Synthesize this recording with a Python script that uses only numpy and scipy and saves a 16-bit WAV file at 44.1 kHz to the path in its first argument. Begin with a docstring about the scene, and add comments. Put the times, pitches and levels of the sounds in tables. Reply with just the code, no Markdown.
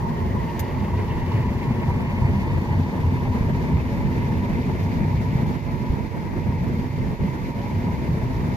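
"""Booms, thuds, hum and a rustling whirr fill the closed cab of a combine harvester cutting at steady speed.
Wads of crop boom and thud in the cab's air, bumps jolt it, shafts and fans hum, and a pump whines faintly.
Panels ring near 950 Hz; the header's rustle, whirr and crackle come through the windscreen.
Ringing and header sounds shift from side to side as a hand-held phone turns; something ticks once.
Filtered noise makes the broad sounds, wavering sine waves the notes, and short swells the thuds and surges."""
import sys
import numpy as np
from scipy import signal
from scipy.fft import rfft, irfft
from scipy.io import wavfile
from scipy.ndimage import uniform_filter1d

SR = 44100
rng = np.random.default_rng(int(sys.argv[2]) if len(sys.argv) > 2 else 0)


def int16_out(signal):
    """Quantize to a 16-bit WAV file."""
    q = np.round(np.clip(np.atleast_2d(signal).T, -1, 1) * 32767)
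    wavfile.write(sys.argv[1], SR, q.astype(np.int16))


N = 377496
TIME = np.arange(N) / SR  # seconds
FREQ = np.maximum(np.arange(N // 2 + 1) * SR / N, 1)  # Hz

# Levels in the tables are relative: mixing may trim them further.
# What reaches the phone as it turns. Each row: time in seconds, then drone, roar, panels and header in dB.
LEVELS_AT_PHONE = [(0, -36, -35.5, -33.5, -50), (0.3, -29.5, -35, -38, -48.5),
                   (1.0, -33.5, -36, -35.5, -45), (2.2, -28, -35.5, -36, -43.5),
                   (2.95, -31, -35.5, -37.5, -46.5), (3.6, -29, -36, -38.5, -46.5),
                   (4.6, -28.5, -36, -41.5, -45.5), (5.5, -29.5, -37, -41, -48),
                   (6.05, -29, -35, -38.5, -48.5), (6.6, -28.5, -37, -41.5, -49),
                   (7.5, -30, -37.5, -40, -48.5), (8.05, -31, -36.5, -42.5, -48),
                   (8.55, -31.5, -37, -41, -48.5)]
# Slow wavering of the machinery, header, air hiss and crackle. 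Each row: time in seconds, change in dB.
SLOW_WAVER = [(0, 1.4), (4.5, 2.05), (5.5, 2.6), (5.7, 1.5), (6.2, -0.5), (6.6, 1), (8, 2)]
# Side-to-side shift of the header. Each row: time in seconds, lag of the left microphone in ms.
HEADER_LAG = [(0, -0.13), (1, 0.065), (2, 0.15), (3, 0.27), (4, 0.3), (5, 0.35), (6, 0.37), (8.5, 0.36)]
# Brief dips in level. Each row: middle in seconds, change in dB, half length in seconds.
LEVEL_DIPS = [(5.615, -4, 0.046), (5.784, -3.5, 0.016), (6.1, -4.5, 0.023), (6.906, -1.5, 0.032),
              (7.174, -4.5, 0.026), (7.537, -4, 0.019)]
# Brief changes, mostly drops, in the rumble.
# Each row: middle in seconds, steady boom change in dB, drone change in dB, half length in seconds.
RUMBLE_LULLS = [(0.53, -6.5, -1.5, 0.057), (0.67, -5.5, -2.5, 0.073), (0.875, -8, 0, 0.02),
                (1.12, 3, 1.5, .02), (1.435, -1, -8, 0.04), (1.61, -11, 2.5, 0.033), (2.12, -7, 0, 0.022),
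                (2.405, -1, 3, 0.022), (2.53, 4, -7, 0.019), (2.66, -10, 1, 0.029), (2.93, -11, 1.5, 0.045),
                (4.77, -3, -8, 0.02), (5.54, -6, 1.5, 0.022), (5.615, -2, -11, 0.041),
                (6.9, -2.5, -10, 0.066), (7.17, -13, -2, .022), (7.37, -3, -4.5, 0.05),
                (7.98, -5, 1.5, 0.1)]
# How alike the two microphones hear the cab air. Each row: frequency in Hz, correlation from -1 to 1.
MICROPHONE_LIKENESS = [(30, 0.78), (65, 0.065), (100, 0.93), (240, 0.84), (300, 0.58), (480, 0.69),
                       (690, 0.46), (785, -0.55), (860, 0.59), (970, 0.88), (1150, 0.22), (1450, -0.66),
                       (2000, 0.15), (3000, 0.0058)]

# Hiss of ventilation air and chaff. Each row: frequency in Hz, level in dB per Hz.
HISS_COLOUR = [(900, -10), (1800, 9), (2800, 0.5), (3500, 2.5), (4500, 1), (5600, -2), (6500, -3.5),
               (7600, -9.5), (8200, -20), (9100, -18), (10500, -9.5), (12500, -7), (15400, -13.5)]
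# Dry stalks snapping. Each row: frequency in Hz, level in dB per Hz.
CRACKLE_COLOUR = [(1500, -20), (2800, 12), (3700, 7), (5000, 6), (6500, -12), (8200, -33)]
# Single louder stalks. Each row: time in seconds, level in dB.
LOUD_SNAPS = [(1.263, -48), (1.318, -46), (4.265, -51), (4.714, -49), (5.17, -51)]
# Colour of the tick's scrape. Each row: frequency in Hz, level in dB per Hz.
TICK_COLOUR = [(500, -22), (1400, 0), (2200, 0), (3000, -8), (4200, -7), (5400, -7), (6600, -4), (8800, -8),
               (12400, 1), (15500, -1)]
# Ringing of the small part that ticks. Each row: frequency in Hz, width in Hz, level in dB.
TICK_RINGING = [(2000, 550, 4), (3650, 700, -3), (5090, 300, -3), (6500, 400, -5.5), (12200, 700, 0)]
# The tick's two contacts. Each row: start in seconds, level in dB, time to fall by 60 dB in seconds.
TICK_CONTACTS = [(0.5928, -28.5, 0.04), (0.5985, -38, 0.075)]
# Ringing of the auger and its trough, straight ahead. 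Each row: frequency in Hz, width in Hz, level in dB.
AUGER_RINGING = [(1874, 310, 0), (2790, 670, -8)]
# Ringing of the cutter bar, out to the left. Each row: frequency in Hz, width in Hz, level in dB.
KNIFE_RINGING = [(1450, 150, -6), (2096, 170, 5), (2260, 140, 1), (2402, 150, 0.5), (2600, 140, -5),
                 (3610, 210, -11.5), (4470, 150, -10.5)]
# Notes of chains and belts. Each row: pitch in Hz, level in dB, wander in Hz,
# change as the phone turns left in dB, ms added to the header's shift to give the left microphone's lead.
WHIRR_NOTES = [(877, -54, 20, -11, -0.2), (955.6, -47.5, 16, 0, -0.088), (1072, -54.5, 28, -6, -0.014),
               (1875, -60.5, 51, -7.5, 0.046), (1994, -62.5, 44, -6, 0.022), (2074, -59.5, 21.8, 0, 0.032),
               (2235, -62.5, 37, 8, 0.019), (2390, -67.5, 25.8, 2, -0.036)]
# Ringing of panels and glass. Each row: frequency in Hz, width in Hz, level in dB,
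# lag of the left microphone beyond the header's in ms.
PANEL_RINGING = [(857, 99, -0.5, -0.33), (936, 82, 1.5, -0.25), (984.5, 40, -1.5, -0.17),
                 (1073, 194, -9.5, -0.072)]
# Broad roar of the threshing machinery. Each row: frequency in Hz, level in dB per Hz.
ROAR_COLOUR = [(60, -34), (150, 2.5), (270, -6), (305, 0.5), (350, 2), (410, -2.5), (480, -4), (530, -7),
               (610, -9), (675, -7.5), (760, -11.5), (1280, -19.5), (1700, -17), (4000, -46)]
# Higher ways in which the cab air rings. Each row: frequency in Hz, width in Hz, level in dB.
DRONE_RINGING = [(185.3, 41, -1), (208.7, 70, 1.5), (252, 32, -5)]
# Hum of engine, drums and fans, and the pump's whine. Each row: pitch in Hz, level in dB,
# wander in Hz, change as the phone turns left in dB.
HUM_NOTES = [(68, -39.5, .4, 0), (91.5, -38, 1.5, -2), (97.6, -37, .6, 0), (125.8, -40, .7, 2),
             (131.9, -41, .8, 2), (157.5, -38, .5, 6), (243, -42, 5, -3), (255.7, -39, .5, 3),
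             (356, -50.5, 1, -5), (378, -52, 3, -2), (426, -50, 1, -5), (442.8, -51, .5, 2),
             (491.2, -54.5, 1, 4), (571.3, -51, 3.5, -2.5), (679.6, -59, 2, 2), (1905, -61.5, 2, 5),
             (4590, -73, 12, -5)]
# Swaying of the cab on its mounts. Each row: frequency in Hz, level in dB per Hz.
SWAY_COLOUR = [(5, -32), (20, -14), (35, -5.5), (52, 1), (64, 0), (85, -10), (200, -94)]
# Lowest ways in which the cab air rings. Each row: frequency in Hz, width in Hz, level in dB.
BOOM_RINGING = [(75, 13, -24), (93, 33, 0.5), (131, 40, -1.5), (148.4, 66, -6.5)]
# Steady bass under the surges and jolts. Each row: time in seconds, boom in dB, sway in dB, left minus right in dB.
STEADY_BASS = [(0, -27.5, -35, -1), (0.6, -24.5, -36, -3), (1.2, -27.5, -34.5, 1), (2.9, -24, -34.5, -0.5),
               (3.4, -25, -32.5, 1), (4.1, -23.5, -32, -2), (4.65, -25.5, -39, -1.5), (5.35, -24.5, -37, 1),
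               (5.65, -28, -38, -12.5), (6.2, -36.5, -48, -21), (6.6, -26.5, -34, -2.5),
               (7.45, -29, -39, -8.5), (7.8, -26.5, -33.5, -2), (8.55, -27.5, -32, 0)]
# Bumps in the field. Each row: middle in seconds, level in dB, half length in seconds, left minus right in dB.
FIELD_JOLTS = [(2.178, -34, .05, 0), (4.036, -26, .04, 3), (4.197, -34, .05, 0), (4.525, -29, 0.032, -6),
               (4.993, -28, 0.056, 3), (5.17, -34, .04, 0), (5.7, -38, .03, 8), (5.92, -27, 0.012, -6),
               (6.328, -34, .04, -6), (7.03, -29, 0.046, 2), (7.23, -40, 0.031, 4), (8.38, -29, 0.055, 0)]
# Wads of crop in the drum. Each row: middle in seconds, level in dB, half length in seconds, pitch in Hz.
CROP_SURGES = [(0.1, -26, 0.024, 215), (0.3, -25, 0.078, 90.8), (0.85, -24.5, 0.029, 209),
               (0.948, -21, 0.02, 90.3), (1.36, -19.5, 0.058, 92.8), (1.478, -23, 0.012, 209),
               (1.486, -26, 0.018, 91), (1.692, -24, 0.026, 129.9), (1.71, -29.5, 0.055, 234.2),
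               (1.907, -29, 0.042, 97), (2.246, -31, 0.058, 131), (2.334, -27, 0.023, 85),
               (2.353, -27, 0.043, 206), (2.578, -22, 0.02, 88.2), (2.775, -20, 0.056, 90.5),
               (3.078, -20, 0.024, 85.6), (3.295, -25.5, 0.094, 96), (3.53, -25, 0.045, 133.5),
               (3.74, -26, 0.021, 193.6), (3.755, -24, 0.021, 88), (5.172, -23, 0.059, 89),
               (5.42, -21, 0.011, 95.9), (6.012, -30.5, 0.018, 86), (6.494, -28, 0.03, 93.8),
               (6.602, -26, 0.03, 183.5), (6.666, -27, 0.022, 99), (6.775, -24.5, 0.027, 132),
               (7.09, -26, 0.035, 91), (7.116, -29, 0.015, 180.4), (7.24, -25, 0.022, 199),
               (7.24, -30, 0.03, 93), (7.778, -27, 0.03, 94.1), (7.896, -25, 0.023, 185.6),
               (8.123, -25, 0.025, 155), (8.252, -22.5, 0.018, 129), (8.467, -31, 0.016, 189.6),
               (8.502, -26, 0.025, 93.3)]
# Heavier lumps that knock the feeder housing. 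Each row: middle in seconds, peak of the swell in dB, pitch in Hz.
LUMP_THUMPS = [(2.223, -10.5, 103), (2.255, -9.5, 106), (3.412, -9, 128), (4.053, -21, 168),
               (5.154, -13, 130), (5.358, -7, 120), (5.906, -13, 57.7), (5.941, -12.5, 109),
               (6.337, -20, 142), (6.494, -13, 96), (7.207, -21, 105), (7.234, -15.5, 117),
               (8.095, -10.5, 135)]

TOP_HZ = 15400
THROB_DB, THROB_PER_S = 1.26, 6.7  # uneven feed between the surges
ROCK_DB, ROCK_PER_S = 2.5, 7.2  # small unevenness of the ground
SWAY_LEFT_DB = 1  # extra lean of the sway
SURGE_WANDER_HZ, SURGE_ROUGH_DB = 12.4, 2  # unsteadiness of a surge
NODE_HZ, NODE_WIDTH_HZ, NODE_DEPTH = 288, 33, 1  # standing wave whose quiet spot the phone leaves as it turns
TREBLE_DIP = 0.45  # share of each dip in the header, hiss and crackle
THUMP_CYCLES = 0.33  # half length of a thud
SIDES = np.array([[1], [-1]])  # left, right


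def undb(db):
    """Turn decibels into gain."""
    return 10 ** (np.asarray(db) / 20)


def unit(x):
    """Scale to an average (rms) strength of 1."""
    return x / np.sqrt(np.mean(x ** 2))


def curves(table):
    """Turn the columns of a time table into curves with one value a sample."""
    s, *columns = np.transpose(table)
    return [np.interp(TIME, s, column) for column in columns]


def across(points):
    """Join (Hz, value) points by straight lines on a log-frequency axis."""
    hz, value = np.transpose(points)
    return np.interp(np.log(FREQ), np.log(hz), value)


def resonances(modes):
    """Gain of things that ring: steep-sided peaks whose powers add."""
    power = 0
    for hz, width, db in modes:
        detuning = (FREQ / hz - hz / FREQ) * hz / width
        power = power + (undb(db) / (1 + detuning ** 2)) ** 2
    return np.sqrt(power)


def colour(x, gain):
    """Filter by a gain for each frequency, then scale to rms 1."""
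    return unit(irfft(rfft(x) * gain, N))


def walk(rate, order=64):
    """Smooth random drift with spread 1 that changes about rate times a second."""
    coarse = TIME[::order]  # a slow drift needs only every 64th sample
    hz = np.arange(len(coarse) // 2 + 1) * SR / N
    keep_slow = np.exp(-(hz / rate) ** 2) * (hz > 0)
    smooth = irfft(rfft(rng.standard_normal(len(coarse))) * keep_slow, len(coarse))
    return np.interp(TIME, coarse, unit(smooth))


def swell(s, db, half):
    """Gain that rises to a level and falls again."""
    return undb(db) * np.exp(-((TIME - s) / half) ** 2 / 2)


def sag(table):
    """Short flat-topped or flat-bottomed level changes in dB: one curve for each level column."""
    total = 0
    for s, *depths, half in table:
        shape = np.exp(-np.square(np.square((TIME - s) / half)))
        total = total + np.outer(depths, shape)
    return total


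def spread(x, left_db):
    """Lean a sound towards the left microphone."""
    return x * undb(SIDES * left_db / 2)


def turn():
    """How far the phone has turned left: mean 0, range 1."""
    lag_ms, = curves(HEADER_LAG)
    return (lag_ms - lag_ms.mean()) / np.ptp(lag_ms)


def waver(x, share, rate):
    """Let the pitch of a two-channel sound drift by a share of itself, about rate times a second."""
    late_s = walk(rate) * share / (np.pi * rate)
    return np.array([np.interp(TIME + late_s, TIME, channel) for channel in x])


def cab_air(gain, steady=0):
    """Random vibration of the air at two microphones; steady (0-1) evens out its slow swells."""
    alike = np.clip(across(MICROPHONE_LIKENESS), -.98, .98)
    noise = rfft(rng.standard_normal((2, N)))
    # the shared part and the opposite part set how alike the channels are
    mid, side = irfft(noise * gain * np.sqrt([1 + alike, 1 - alike]), N)
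    power = uniform_filter1d(mid ** 2 + side ** 2, size=SR // 11)
    return unit(np.array([mid + side, mid - side]) / power ** (np.clip(steady, 0, 1) / 2))


def arrive(gain, x, lag_ms, reflected_db):
    """Ring x in a set of resonances; it reaches one microphone first, with a diffuse cab sound added."""
    ringing = colour(x, gain)
    direct = np.array([np.interp(TIME + side * lag_ms / 2000, TIME, ringing) for side in (-1, 1)])
    return unit(direct + cab_air(gain) * undb(reflected_db))


def ventilation():
    """Air and fine chaff hiss from all round: noise whose level flickers."""
    return cab_air(undb(across(HISS_COLOUR))) * undb(-51.5 + 1.02 * walk(26))


def tick():
    """A small part close to the phone is knocked: a short bright scrape that rings in its own notes."""
    scrape = cab_air(undb(across(TICK_COLOUR)) + resonances(TICK_RINGING), steady=.8)
    out = 0
    for s, db, t60 in TICK_CONTACTS:
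        age = TIME - s
        attack = np.clip(age / .0012, 0, 1)
        decay = undb(-60 * np.maximum(age - .003, 0) / t60)
        out = out + scrape * attack * decay * undb(db)
    return spread(out, left_db=-0.5)


def crackle(level_db=-58, stalks_per_s=55, scatter_db=4.0, t60=0.045):
    """Dry stalks snap in the reel: many small bursts and a few loud ones, each smeared by the cab."""
    happens = rng.random(N) < stalks_per_s / SR
    scatter = np.clip(rng.standard_normal(N), -2, 2)
    bursts = happens * undb(level_db + scatter_db * scatter)
    for s, db in LOUD_SNAPS:
        bursts[int(s * SR)] = undb(db)
    # each burst's power falls by 60 dB in t60 seconds
    power = signal.lfilter([1], [1, -undb(-120 / (t60 * SR))], bursts ** 2)
    return cab_air(undb(across(CRACKLE_COLOUR))) * np.sqrt(power)


def patter(modes, lag_ms, stroke_hz=19, stroke_depth=0.2, stalks_per_s=6000, reflected_db=-10):
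    """Stalks strike ringing steel at random, a little more often at each stroke of the knife."""
    strokes = 1 + stroke_depth * np.sin(2 * np.pi * stroke_hz * TIME + walk(2.8))
    snaps = (rng.random(N) < strokes * stalks_per_s / SR) * rng.standard_normal(N)
    return arrive(resonances(modes), snaps, lag_ms, reflected_db) * undb(1.94 * walk(25))


def header(header_db, turn_db=5):
    """The header rustles; as the phone turns left the auger falls behind and the cutter bar comes forward."""
    lag_ms, = curves(HEADER_LAG)
    turned = turn()
    auger = patter(AUGER_RINGING, lag_ms) * undb(-6.5 - turn_db * turned)
    knife = patter(KNIFE_RINGING, lag_ms) * undb(-3.0 + turn_db * turned)
    return spread(auger + knife, left_db=2.1) * undb(header_db)


def whirrs(flicker_db=3.5, flicker_per_s=20, wander_per_s=11):
    """Chains and belts whirr in notes of unsteady pitch and level; each reaches one microphone first."""
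    lag_ms, = curves(HEADER_LAG)
    out, turned = 0, turn()
    for hz, db, wander_hz, turn_db, aside_ms in WHIRR_NOTES:
        phase = 2 * np.pi * np.cumsum(hz + wander_hz * walk(wander_per_s)) / SR
        apart = SIDES * np.pi * hz * (lag_ms + aside_ms) / 1000
        note = np.sqrt(2) * np.sin(phase + apart)
        flicker = unit(undb(flicker_db * walk(flicker_per_s)))
        out = out + note * flicker * undb(db + turn_db * turned)
    return out


def panels(share=0.0122, rate=5, flicker_db=0.9, reflected_db=-8):
    """Each panel rings up and dies down from its own side, and its note shifts as the cab flexes."""
    lag_ms, = curves(HEADER_LAG)
    out = 0
    for hz, width, db, aside_ms in PANEL_RINGING:
        shaking = rng.standard_normal(N)
        ringing = arrive(resonances([(hz, width, 0)]), shaking, lag_ms + aside_ms, reflected_db)
        level = np.sqrt(width) * undb(db + flicker_db * walk(11.0))
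        out = out + waver(ringing, share, rate) * level
    return unit(out)


def machinery(drone_db, roar_db, panel_db):
    """The threshing works drone and roar through the rear wall and keep the panels ringing."""
    feed = walk(36)  # uneven flow of crop
    drone = cab_air(resonances(DRONE_RINGING), steady=0.38) * undb(drone_db - 2.5 + 1.67 * feed)
    roar = cab_air(undb(across(ROAR_COLOUR))) * undb(roar_db + 1.0 + 1.9 * feed)
    node = irfft(rfft(roar) * resonances([(NODE_HZ, NODE_WIDTH_HZ, 0)]), N)
    roar = roar + NODE_DEPTH * turn() * node
    ringing = panels() * undb(panel_db - 2.5 + 1.6 * walk(36))
    return spread(drone, left_db=2.0) + spread(roar, left_db=0.2) + spread(ringing, left_db=-1.5)


def hums(boom_db):
    """Each turning part holds its own note; belt slip makes it wander and load makes the deep ones swell."""
    out, load_db, turned = 0, boom_db - boom_db.mean(), turn()
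    for hz, db, wander_hz, turn_db in HUM_NOTES:
        phase = 2 * np.pi * np.cumsum(hz + wander_hz * walk(4.47)) / SR
        # the microphones drift through standing waves
        apart = SIDES * min(hz / 900, .6) * 0.27 * walk(1.0)
        swell_db = 2.96 * walk(5.1) + load_db / (1 + (hz / 260) ** 4)
        note = np.sqrt(2) * np.sin(phase + apart)
        out = out + note * undb(db - 2.5 + swell_db + turn_db * turned)
    return out


def thumps():
    """Each lump gives a push of a cycle or two, the same at both microphones."""
    phases = rng.uniform(0, 2 * np.pi, len(LUMP_THUMPS))
    out = 0
    for (s, db, hz), phase in zip(LUMP_THUMPS, phases):
        out = out + swell(s, db, THUMP_CYCLES / hz) * np.cos(2 * np.pi * hz * (TIME - s) + phase)
    return out


def booms():
    """Each wad sets the cab's air booming at one pitch, unsteady in pitch and level."""
    slip = 2 * np.pi * np.cumsum(SURGE_WANDER_HZ * walk(28.6)) / SR
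    uneven = unit(undb(SURGE_ROUGH_DB * walk(41)))
    phases = rng.uniform(0, 2 * np.pi, len(CROP_SURGES))
    notes = 0
    for (s, db, half, hz), phase in zip(CROP_SURGES, phases):
        notes = notes + swell(s, db, half) * np.cos(2 * np.pi * hz * TIME + slip + phase)
    return np.sqrt(2) * notes * uneven * undb(-0.4)


def cab(flow, sway_db, left_db):
    """Crop surging through the drum makes the cab air boom; the cab sways and jolts on its mounts below it."""
    boom = cab_air(resonances(BOOM_RINGING), steady=.6) * flow + booms()
    mounts = cab_air(undb(across(SWAY_COLOUR)), steady=.65)
    sway = spread(undb(sway_db + ROCK_DB * walk(ROCK_PER_S)), left_db + SWAY_LEFT_DB)
    jolts = sum(spread(swell(s, db, half), lean_db) ** 2 for s, db, half, lean_db in FIELD_JOLTS)
    return spread(boom, left_db) * undb(-0.8) + mounts * np.sqrt(sway ** 2 + jolts)


def scene():
    """Mix all sources round the driver's seat."""
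    drone_db, roar_db, panel_db, header_db = curves(LEVELS_AT_PHONE)
    flow_db, sway_db, bass_left_db = curves(STEADY_BASS)
    waver_db, = curves(SLOW_WAVER)
    boom_lull_db, drone_lull_db = sag(RUMBLE_LULLS)
    dip_db, = sag(LEVEL_DIPS)
    flow = undb(flow_db + boom_lull_db + THROB_DB * walk(THROB_PER_S))
    surges = sum(swell(s, db, half) for s, db, half, hz in CROP_SURGES)
    boom_db = 10 * np.log10(flow ** 2 + surges ** 2)
    # the dips go deepest in the drone and the deep hums
    works = hums(boom_db + dip_db) + machinery(drone_db + dip_db + drone_lull_db, roar_db, panel_db)
    low = cab(flow, sway_db, bass_left_db) + (works + whirrs()) * undb(waver_db)
    high = (header(header_db) + ventilation() + crackle()) * undb(waver_db)
    return low * undb(dip_db) + high * undb(TREBLE_DIP * dip_db) + thumps() + tick()


def record(dry):
    """The phone cuts the top steeply."""
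    low_pass = signal.ellip(10, .2, 80, TOP_HZ, fs=SR, output="sos")
    return signal.sosfilt(low_pass, dry)


dry = scene()
out = record(dry)
int16_out(out)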